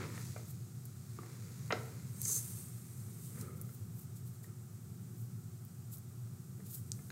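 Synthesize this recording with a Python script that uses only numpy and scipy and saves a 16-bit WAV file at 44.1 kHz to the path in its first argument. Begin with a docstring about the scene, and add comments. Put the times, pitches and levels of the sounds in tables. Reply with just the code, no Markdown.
"""Hands knot a thread on a small beaded, feathered hoop at a table, heard by one microphone in a quiet room.
Over steady ventilation rumble and mains hum, a sleeve brushes the table and the hoop scrapes on it.
Soft knocks excite the table's modes, thread and feather swish between the fingertips, beads and nails
tick, and at 1.7 s the heaviest knock thuds. At 2.3 s the thread is pulled hard through the knot, rasping
by stick-slip friction. Lighter slides, scrapes, swishes, ticks and knocks follow."""
import sys
import numpy as np
from scipy import signal
from scipy.fft import rfft, irfft
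from scipy.io import wavfile
from scipy.ndimage import uniform_filter1d

SR = 44100
rng = np.random.default_rng(int(sys.argv[2]) if len(sys.argv) > 2 else 0)


def file_out(sig):
    """Save sig as 16-bit WAV at sys.argv[1]."""
    # one column per channel
    cols = np.atleast_2d(sig).T
    # limit, then scale
    lim = np.clip(cols, -1, 1)
    pcm = np.round(lim * 32767).astype(np.int16)
    wavfile.write(sys.argv[1], SR, pcm)


N = 313551
TIME = np.arange(N) / SR


def from_db(db):
    """Amplitude ratio of a level in decibels."""
    return 10 ** (np.asarray(db) / 20)


def rms_one(x):
    """Normalisation to unit rms."""
    return x / np.sqrt(np.mean(x ** 2) + 1e-20)


def peak_one(x):
    """Normalisation to unit peak."""
    return x / np.abs(x).max()


def at_hz(points, hz):
    """Interpolation on a log-frequency axis."""
    freqs, values = np.transpose(points)
    return np.interp(np.log(np.maximum(hz, 1)), np.log(freqs), values)


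def coloured(x, spectrum):
    """Source-filter model: a spectral envelope shapes an excitation; rms 1."""
    gain = from_db(at_hz(spectrum, np.arange(N // 2 + 1) * SR / N))
    return rms_one(irfft(rfft(x) * gain, N))


def butter(x, hz, kind, order=2):
    """Causal Butterworth filter."""
    return signal.sosfilt(signal.butter(order, np.clip(hz, 10, .48 * SR), kind, fs=SR, output="sos"), x)


def add(track, s, sound):
    """Superposition of a sound on a track from time s."""
    start = int(np.clip(round(s * SR), 0, N - 1))
    track[start:start + len(sound)] += sound[:N - start]


def stroke(s, db, rise_s, fall_s, hold_s=0):
    """Amplitude envelope of a movement peaking at time s; rise and fall each span 20 dB."""
    away = np.maximum((s - TIME) / rise_s, 0) + np.maximum((TIME - s - hold_s) / fall_s, 0)
    return from_db(db - 20 * np.minimum(away, 10) ** 1.24)   # the exponent rounds the peak


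def strokes(rows):
    """Incoherent addition: the powers of several movements sum to one envelope."""
    return np.sqrt(sum(stroke(*row) ** 2 for row in rows))


def friction(spectrum, snags_per_s, spread_db, smooth):
    """Stick-slip friction: fibres catch and release as random impulses over a smooth hiss; rms 1."""
    sizes = from_db(spread_db * np.minimum(rng.exponential(1, N), 4)) * rng.choice([-1, 1], N)
    snags = rms_one(sizes * (rng.random(N) < snags_per_s / SR))
    return coloured(snags + smooth * rng.standard_normal(N), spectrum)


# spectra of the ventilation and the hiss: f/Hz, relative level/dB
RUMBLE_SPECTRUM = [(20, -50), (50, -29), (70, -27), (88, -6), (102, 1.5), (118, 6), (135, -1.5), (190, -6),
                   (270, -23.5), (400, -23), (560, -38.5), (900, -76), (2000, -53)]
HISS_SPECTRUM = [(300, -4.5), (750, 6), (950, 0), (1300, 6.5), (1700, -1.5), (3000, -7), (4500, -3),
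                 (6000, 0.5), (8300, 5), (10000, -1), (14000, 1.5), (16000, -3.5)]
# slow wavering of the rumble: t/s, relative level/dB
RUMBLE_DRIFT = [(0, 2), (.7, -.5), (1.3, -2), (1.85, 2.5), (2.7, -1.5), (3.4, 1), (4.1, .5), (4.7, -3),
                (5.15, 1.5), (5.7, -2), (6.3, -1), (7.1, 0)]
# mains harmonics: f/Hz, rms level/dB
HUM_PARTIALS = [(119.8, -58.5), (239.7, -69), (359.8, -72)]
def background(rumble_db=-47, hiss_db=-63.5):
    """Noise floor: continuous spectra of ventilation and hiss, with the line spectrum of mains hum."""
    rumble = coloured(rng.standard_normal(N), RUMBLE_SPECTRUM)
    rumble /= np.sqrt(uniform_filter1d(rumble ** 2, size=SR // 2))   # even out the power over 0.5 s
    rumble *= from_db(rumble_db + np.interp(TIME, *np.transpose(RUMBLE_DRIFT)))
    hum = sum(np.sqrt(2) * from_db(db) * np.sin(2 * np.pi * (hz * TIME + rng.random()))
              for hz, db in HUM_PARTIALS)
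    hiss = from_db(hiss_db) * coloured(rng.standard_normal(N), HISS_SPECTRUM)
    return rumble + hum + hiss


# cloth on a moving arm, and a sleeve on the table: peak t/s, level/dB, rise/s, fall/s
RUSTLE_STROKES = [(.23, -55, 0.44, 0.5), (1.55, -61.5, 1.7, 2.6)]
BRUSH_STROKES = [(0, -45, .1, 0.15), (.16, -53.5, 0.16, 0.15), (.39, -65.5, 0.38, 0.16),
                 (1.28, -63, 0.32, 1.2), (1.8, -59, 0.19, 0.47), (2.3, -68.5, 0.89, 2.7),
                 (3.39, -59, 0.1, 0.19), (4.48, -82, 0.06, 0.073)]
# their spectra: f/Hz, relative level/dB
RUSTLE_SPECTRUM = [(800, -14.5), (2000, -6.5), (3100, -11.5), (4100, -3.5), (5500, -3.5), (7000, 0.5),
                   (9000, -3.5), (11000, -7), (15000, -10)]
BRUSH_SPECTRUM = [(120, -12.5), (270, 3), (470, 1.5), (650, -14), (950, -7.5), (1280, -4), (1650, -9),
                  (2200, -6.5), (3000, -19.5), (4200, -16), (7000, -20), (14000, -41)]
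def sleeves():
    """Friction of cloth radiates broadband noise: a bright rustle, and a duller brush on the table."""
    rustle = friction(RUSTLE_SPECTRUM, snags_per_s=1900, spread_db=4.5, smooth=1.3)
    brush = friction(BRUSH_SPECTRUM, snags_per_s=700, spread_db=-4.0, smooth=0.99)
    return strokes(RUSTLE_STROKES) * rustle + strokes(BRUSH_STROKES) * brush


def resonance(x, hz, width_hz):
    """Driven response of a damped resonator whose natural frequency varies in time; rms 1."""
    turn = np.exp(2j * np.pi * np.cumsum(hz) / SR)
    pole = np.exp(-np.pi * width_hz / SR)
    return rms_one((turn * signal.lfilter([1], [1, -pole], x / turn)).real)


# scrapes of the hoop on the table: peak t/s, level/dB, rise/s, fall/s
SCRAPE_STROKES = [(.02, -51, 0.065, 0.14), (.4, -61, .04, .1), (1.52, -67, 0.12, .1),
                  (2.305, -55, 0.046, 0.026), (2.368, -57, 0.017, 0.034), (3.383, -53, 0.02, 0.014),
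                  (3.435, -53.5, .025, 0.072), (3.495, -55, 0.069, 0.11), (3.59, -59, 0.086, 0.16),
                  (4.5, -65, 0.062, .07)]
# spectrum of the drag: f/Hz, relative level/dB
DRAG_SPECTRUM = [(80, -18), (250, 2), (450, 2), (700, -6), (950, -17), (1250, 8), (1600, -9), (2200, -6),
                 (3000, -40)]
# modes of the hoop: f/Hz, bandwidth/Hz, relative level/dB
HOOP_RESONANCES = [(390, 53, 4), (458, 45, 1), (1310, 59, -7), (2040, 120, -21)]
# tuning of those modes: t/s, frequency ratio
HOOP_TUNING = [(2.3, 0.99), (3.42, 0.924), (3.53, 1.03), (3.7, 1.03)]
def hoop(grit_db=2):
    """Forced vibration: scraping drives hollow modes, which dip, then rise as the thread tightens."""
    drag = friction(DRAG_SPECTRUM, snags_per_s=400, spread_db=1.5, smooth=0.8)
    tuning = np.interp(TIME, *np.transpose(HOOP_TUNING))
    rings = sum(from_db(db) * resonance(drag, hz * tuning, width) for hz, width, db in HOOP_RESONANCES)
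    return strokes(SCRAPE_STROKES) * rms_one(rings + from_db(grit_db) * drag)


# modes of the table: f/Hz, relative level/dB, T60/s
TABLE_MODES = [(243, -8.5, 0.23), (325, -8, 0.11), (398, -26, 0.34), (439, -0.5, 0.15), (543, -6, 0.022),
               (573, -21, 0.16), (740, -8, 0.086), (900, -18, 0.11), (1182, -3.5, 0.063),
               (1320, 0.5, 0.041), (1600, 4, 0.011), (1772, 2, 0.026), (2090, 1.5, 0.044), (2360, 2, 0.022),
               (3130, -2, 0.012), (3680, -1, 0.0067), (4170, 5.5, 0.032), (4920, 6.5, 0.0088),
               (6630, 14, 0.025)]
# blows: t/s, level/dB, low-pass f/Hz, contact time/s; struck spot's f/Hz, relative level/dB, T60/s
TABLE_BLOWS = [(0.177, -40.5, 2900, 0.002, 1860, 0, 0.014), (0.3623, -37.5, 2200, 0.0018, 615, 1.5, 0.017),
               (0.3638, -50, 2360, 0.0028, 2390, -6, 0.069), (1.1881, -39.5, 1940, .0012, 1197, 17, 0.035),
               (1.19, -42, 600, .0027, 360, 15.5, 0.026), (1.2317, -42.5, 2000, 0.0026, 340, 2.5, .06),
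               (1.7049, -31, 2900, 0.016, 1180, -9, .03), (1.7064, -28.5, 2400, 0.003, 507, -13, 0.04),
               (1.7235, -22, 5050, 0.0024, 715, -7, 0.024), (1.7263, -27, 1550, 0.0034, 453.6, -3.5, 0.12),
               (2.257, -47.5, 3000, 0.0022, 2210, 0, 0.016), (2.296, -47, 2200, 0.0027, 1140, 0, 0.029),
               (3.401, -46, 600, .004, 236, 11, 0.13), (3.69, -55, 2400, .0022, 1350, -2, 0.05),
               (4.443, -52.5, 2300, 0.0024, 1870, 2, 0.026), (4.516, -56, 1200, 0.0025, 410, 7, 0.037),
               (6.595, -52.5, 597, 0.0033, 413, -1, 0.034), (6.603, -55.5, 2260, 0.0024, 1830, -2, .015),
               (6.99, -52.5, 2200, 0.0013, 1400, -9, 0.019), (7.103, -39, 6540, .0013, 1630, 1.5, .015)]
def knocks(scuff=0.1, crack_db=-1):
    """Impact excitation: table and struck spot ring in damped modes; softer blows are duller."""
    out, t = np.zeros(N), TIME[:SR // 3]
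    body = sum((-1) ** k * from_db(db - 60 * t / t60) * np.sin(2 * np.pi * hz * t)
               for k, (hz, db, t60) in enumerate(TABLE_MODES))
    for s, db, bright_hz, contact_s, spot_hz, spot_db, spot_t60 in TABLE_BLOWS:
        grit = butter(rng.standard_normal(len(t)), [600, 6000], "band") * np.exp(-t / contact_s)
        force = scuff * grit
        force[0] += 1
        ring = peak_one(signal.fftconvolve(force, body)[:len(t)])
        blow = peak_one(butter(ring + from_db(crack_db) * grit, bright_hz, "low", order=6))
        spot = from_db(spot_db - 60 * t / spot_t60) * np.sin(2 * np.pi * spot_hz * t)
        add(out, s, from_db(db) * peak_one(blow + spot))
    return butter(out, 110, "high")


# reflections from the table top and hands: delay/s, relative level/dB
NEAR_REFLECTIONS = [(.0007, -45), (.0019, -12.5), (.0046, -9), (.0083, -39)]
def near_echoes(x):
    """Comb filtering: early reflections interfere with the direct sound and ripple its spectrum; rms 1."""
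    return rms_one(x + sum(from_db(db) * np.roll(x, round(s * SR)) for s, db in NEAR_REFLECTIONS))


# rubs between the fingertips: peak t/s, level/dB, rise/s, fall/s, feather's share of the power
FINGER_STROKES = [(.21, -64, .25, .21, .4), (.505, -55.5, .06, .05, 0.8), (1.82, -62, 0.28, .22, 0.3),
                  (3.262, -55.5, 0.1, 0.082, 0.4), (3.405, -56, .05, .06, .35),
                  (3.572, -59, .025, .025, .8), (3.7, -62, .15, .3, .6), (3.75, -59, .03, .03, .7),
                  (3.995, -56, .08, .05, .9), (4.028, -57, .03, .04, 0.8), (4.168, -57.5, 0.028, .04, .5),
                  (4.275, -59, 0.037, 0.044, 0.5), (4.355, -64, 0.059, 0.044, .5),
                  (4.436, -56, .012, .045, 0.4), (5.21, -61, .09, .09, .9), (5.936, -47.5, 0.03, .04, 0.8),
                  (6.668, -55.5, .035, .04, 0.4), (6.71, -50, 0.042, .05, 0.8),
                  (6.747, -42, 0.036, 0.033, 0.87), (6.777, -53, .025, 0.06, 0.7)]
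# spectra of thread on skin and of feather barbs: f/Hz, relative level/dB
SKIN_SPECTRUM = [(2000, -22), (4000, -8), (5800, -7.5), (7500, 1.5), (9000, -2), (11000, -1.5),
                 (16000, -9.5)]
BARB_SPECTRUM = [(2000, -31), (5500, -19), (7500, -6.5), (11000, -4.5), (12500, -1), (14200, 2.5),
                 (16000, -5.5)]
def swishes():
    """Two friction noises add in power: duller thread on skin and brighter, crackling feather barbs."""
    skin_power = barb_power = 0
    for s, db, rise_s, fall_s, feather in FINGER_STROKES:
        power = stroke(s, db, rise_s, fall_s) ** 2
        skin_power += (1 - feather) * power
        barb_power += feather * power
    skin = friction(SKIN_SPECTRUM, snags_per_s=4000, spread_db=1.5, smooth=0.83)
    barbs = friction(BARB_SPECTRUM, snags_per_s=2000, spread_db=6.5, smooth=1.0)
    return np.sqrt(skin_power) * near_echoes(skin) + np.sqrt(barb_power) * near_echoes(barbs)


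# contacts of beads and fingernails: t/s, level/dB, f/Hz, bandwidth/Hz, rattle gain, reflection gain
HARD_CONTACTS = [(0.8537, -35.5, 12800, 8000, .15, .2), (2.2168, -17.5, 10900, 7250, 0.04, .45),
                 (2.2304, -35, 9000, 7000, .15, .4), (2.252, -26.5, 7400, 2500, .35, .4),
                 (2.392, -30, 9600, 8000, .05, .2), (3.412, -29.5, 9400, 8400, 0.09, .2),
                 (3.6143, -27, 12800, 6800, .01, 0.2), (3.6208, -36, 13000, 6300, .012, .1),
                 (5.6508, -37, 14000, 5000, .04, .3), (5.971, -42, 9600, 7000, .14, .3),
                 (5.982, -40, 13000, 6000, 0.13, .3), (6.9186, -21, 6780, 3600, 0.021, 0.22)]
def ticks(reflection_s=0.0005, rattle_s=0.0057):
    """Heavily damped impulse response: a hard contact rings briefly and reflects off the table top."""
    out, t = np.zeros(N), TIME[:SR // 40]
    for s, db, hz, width, rattle, reflection in HARD_CONTACTS:
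        excitation = rattle * rng.standard_normal(len(t)) * np.exp(-t / rattle_s)
        excitation[0] += 1
        excitation[round(reflection_s * SR)] += reflection
        tick = butter(excitation, [hz - width / 2, hz + width / 2], "band")
        add(out, s, from_db(db) * peak_one(tick))
    return out


def thud(start_hz=848, end_hz=341, glide_s=0.0049, attack_s=0.0044, t60_s=0.054):
    """Dispersion: the heaviest blow's high bending waves cross the table first, so the pitch falls."""
    out, t = np.zeros(N), TIME[:SR // 4]
    hz = end_hz + (start_hz - end_hz) * np.exp(-t / glide_s)
    envelope = from_db(-25 - 60 * t / t60_s) * (1 - np.exp(-t / attack_s))
    add(out, s=1.7235, sound=envelope * np.sin(2 * np.pi * np.cumsum(hz) / SR))
    return out


def zip_tone(centre_hz=8580, width_hz=300, wander_hz=79.9):
    """Narrow-band noise: the thread's twist rubs past the knot, its pitch wandering with speed; rms 1."""
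    wander = rms_one(butter(rng.standard_normal(N), 10, "low"))
    phase = 2 * np.pi * np.cumsum(centre_hz + wander_hz * wander) / SR
    in_phase, quadrature = butter(rng.standard_normal((2, N)), width_hz / 2, "low")
    return rms_one(in_phase * np.cos(phase) + quadrature * np.sin(phase))


# slides through the loose knot: peak t/s, level/dB, rise/s, fall/s
SLIDE_STROKES = [(2.33, -45, 0.22, 0.53), (2.6, -55, 0.22, 0.099), (2.95, -62.5, 0.24, 0.62),
                 (3.39, -57.5, 0.79, 0.2), (7.0, -64, 0.5, 1)]
# spectra of thread in the loose and in the tight knot: f/Hz, relative level/dB
SLIDE_SPECTRUM = [(1500, -14), (3000, -14.5), (5600, -7), (6300, 0), (6900, -2), (7550, 3), (8000, 1.5),
                  (9500, 3), (10200, -0.5), (11400, 1), (13500, -0.5), (16000, -5.5)]
PULL_SPECTRUM = [(1500, -39), (3000, -37), (4000, -21), (5200, -16), (5700, -16), (6250, 1), (6550, 3.5),
                 (6850, -10), (7250, 1.5), (7900, -6.5), (8600, -5.5), (10000, -8.5), (14000, -13),
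                 (16000, -20)]
def thread(judder_db=0.7, zip_db=-8):
    """Stick-slip in the knot: uneven grip modulates one hard pull; lighter slides rasp with a thin zip."""
    judder = rms_one(butter(rng.standard_normal(N), [50, 160], "band"))
    grip = from_db(judder_db * judder)
    tug = stroke(s=2.285, db=-36.5, rise_s=0.08, fall_s=0.059, hold_s=0.087)
    pull = tug * grip * near_echoes(friction(PULL_SPECTRUM, snags_per_s=2000, spread_db=1.5, smooth=0.5))
    rasp = near_echoes(friction(SLIDE_SPECTRUM, snags_per_s=2500, spread_db=3.0, smooth=0.8))
    return pull + strokes(SLIDE_STROKES) * (rasp + from_db(zip_db) * zip_tone())


# reverberation time of the room: f/Hz, T60/s
REVERB_TIMES = [(150, 0.46), (500, 0.56), (1500, 0.43), (3000, .33), (5000, 0.34), (14000, 0.24)]
def room(x, gap_s=0.0073):
    """Diffuse reverberation: octave bands of noise decay exponentially, the highest fastest."""
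    t = TIME[:SR * 3 // 4]
    edges = np.geomspace(70, 18000, 9)
    tail = np.zeros(len(t))
    for low, high in zip(edges, edges[1:]):
        t60 = at_hz(REVERB_TIMES, np.sqrt(low * high))
        tail += butter(rng.standard_normal(len(t)), [low, high], "band") * from_db(-60 * t / t60)
    tail *= t > gap_s
    return signal.fftconvolve(x, tail / np.linalg.norm(tail))[:N]


def scene():
    """Superposition of close sources; only the knocks and, more faintly, the ticks reverberate."""
    beads, table = ticks(), knocks() + thud()
    reverb = room(from_db(-17) * beads + from_db(-10) * table)
    mono = thread() + swishes() + sleeves() + hoop() + beads + table + reverb + background()
    return np.stack([mono, mono])


def record(dry):
    """Band limiting: a steep elliptic low-pass cuts the treble above 15750 Hz."""
    return signal.sosfilt(signal.ellip(12, .1, 80, 15750, fs=SR, output="sos"), dry)


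dry = scene()
out = record(dry)
file_out(out)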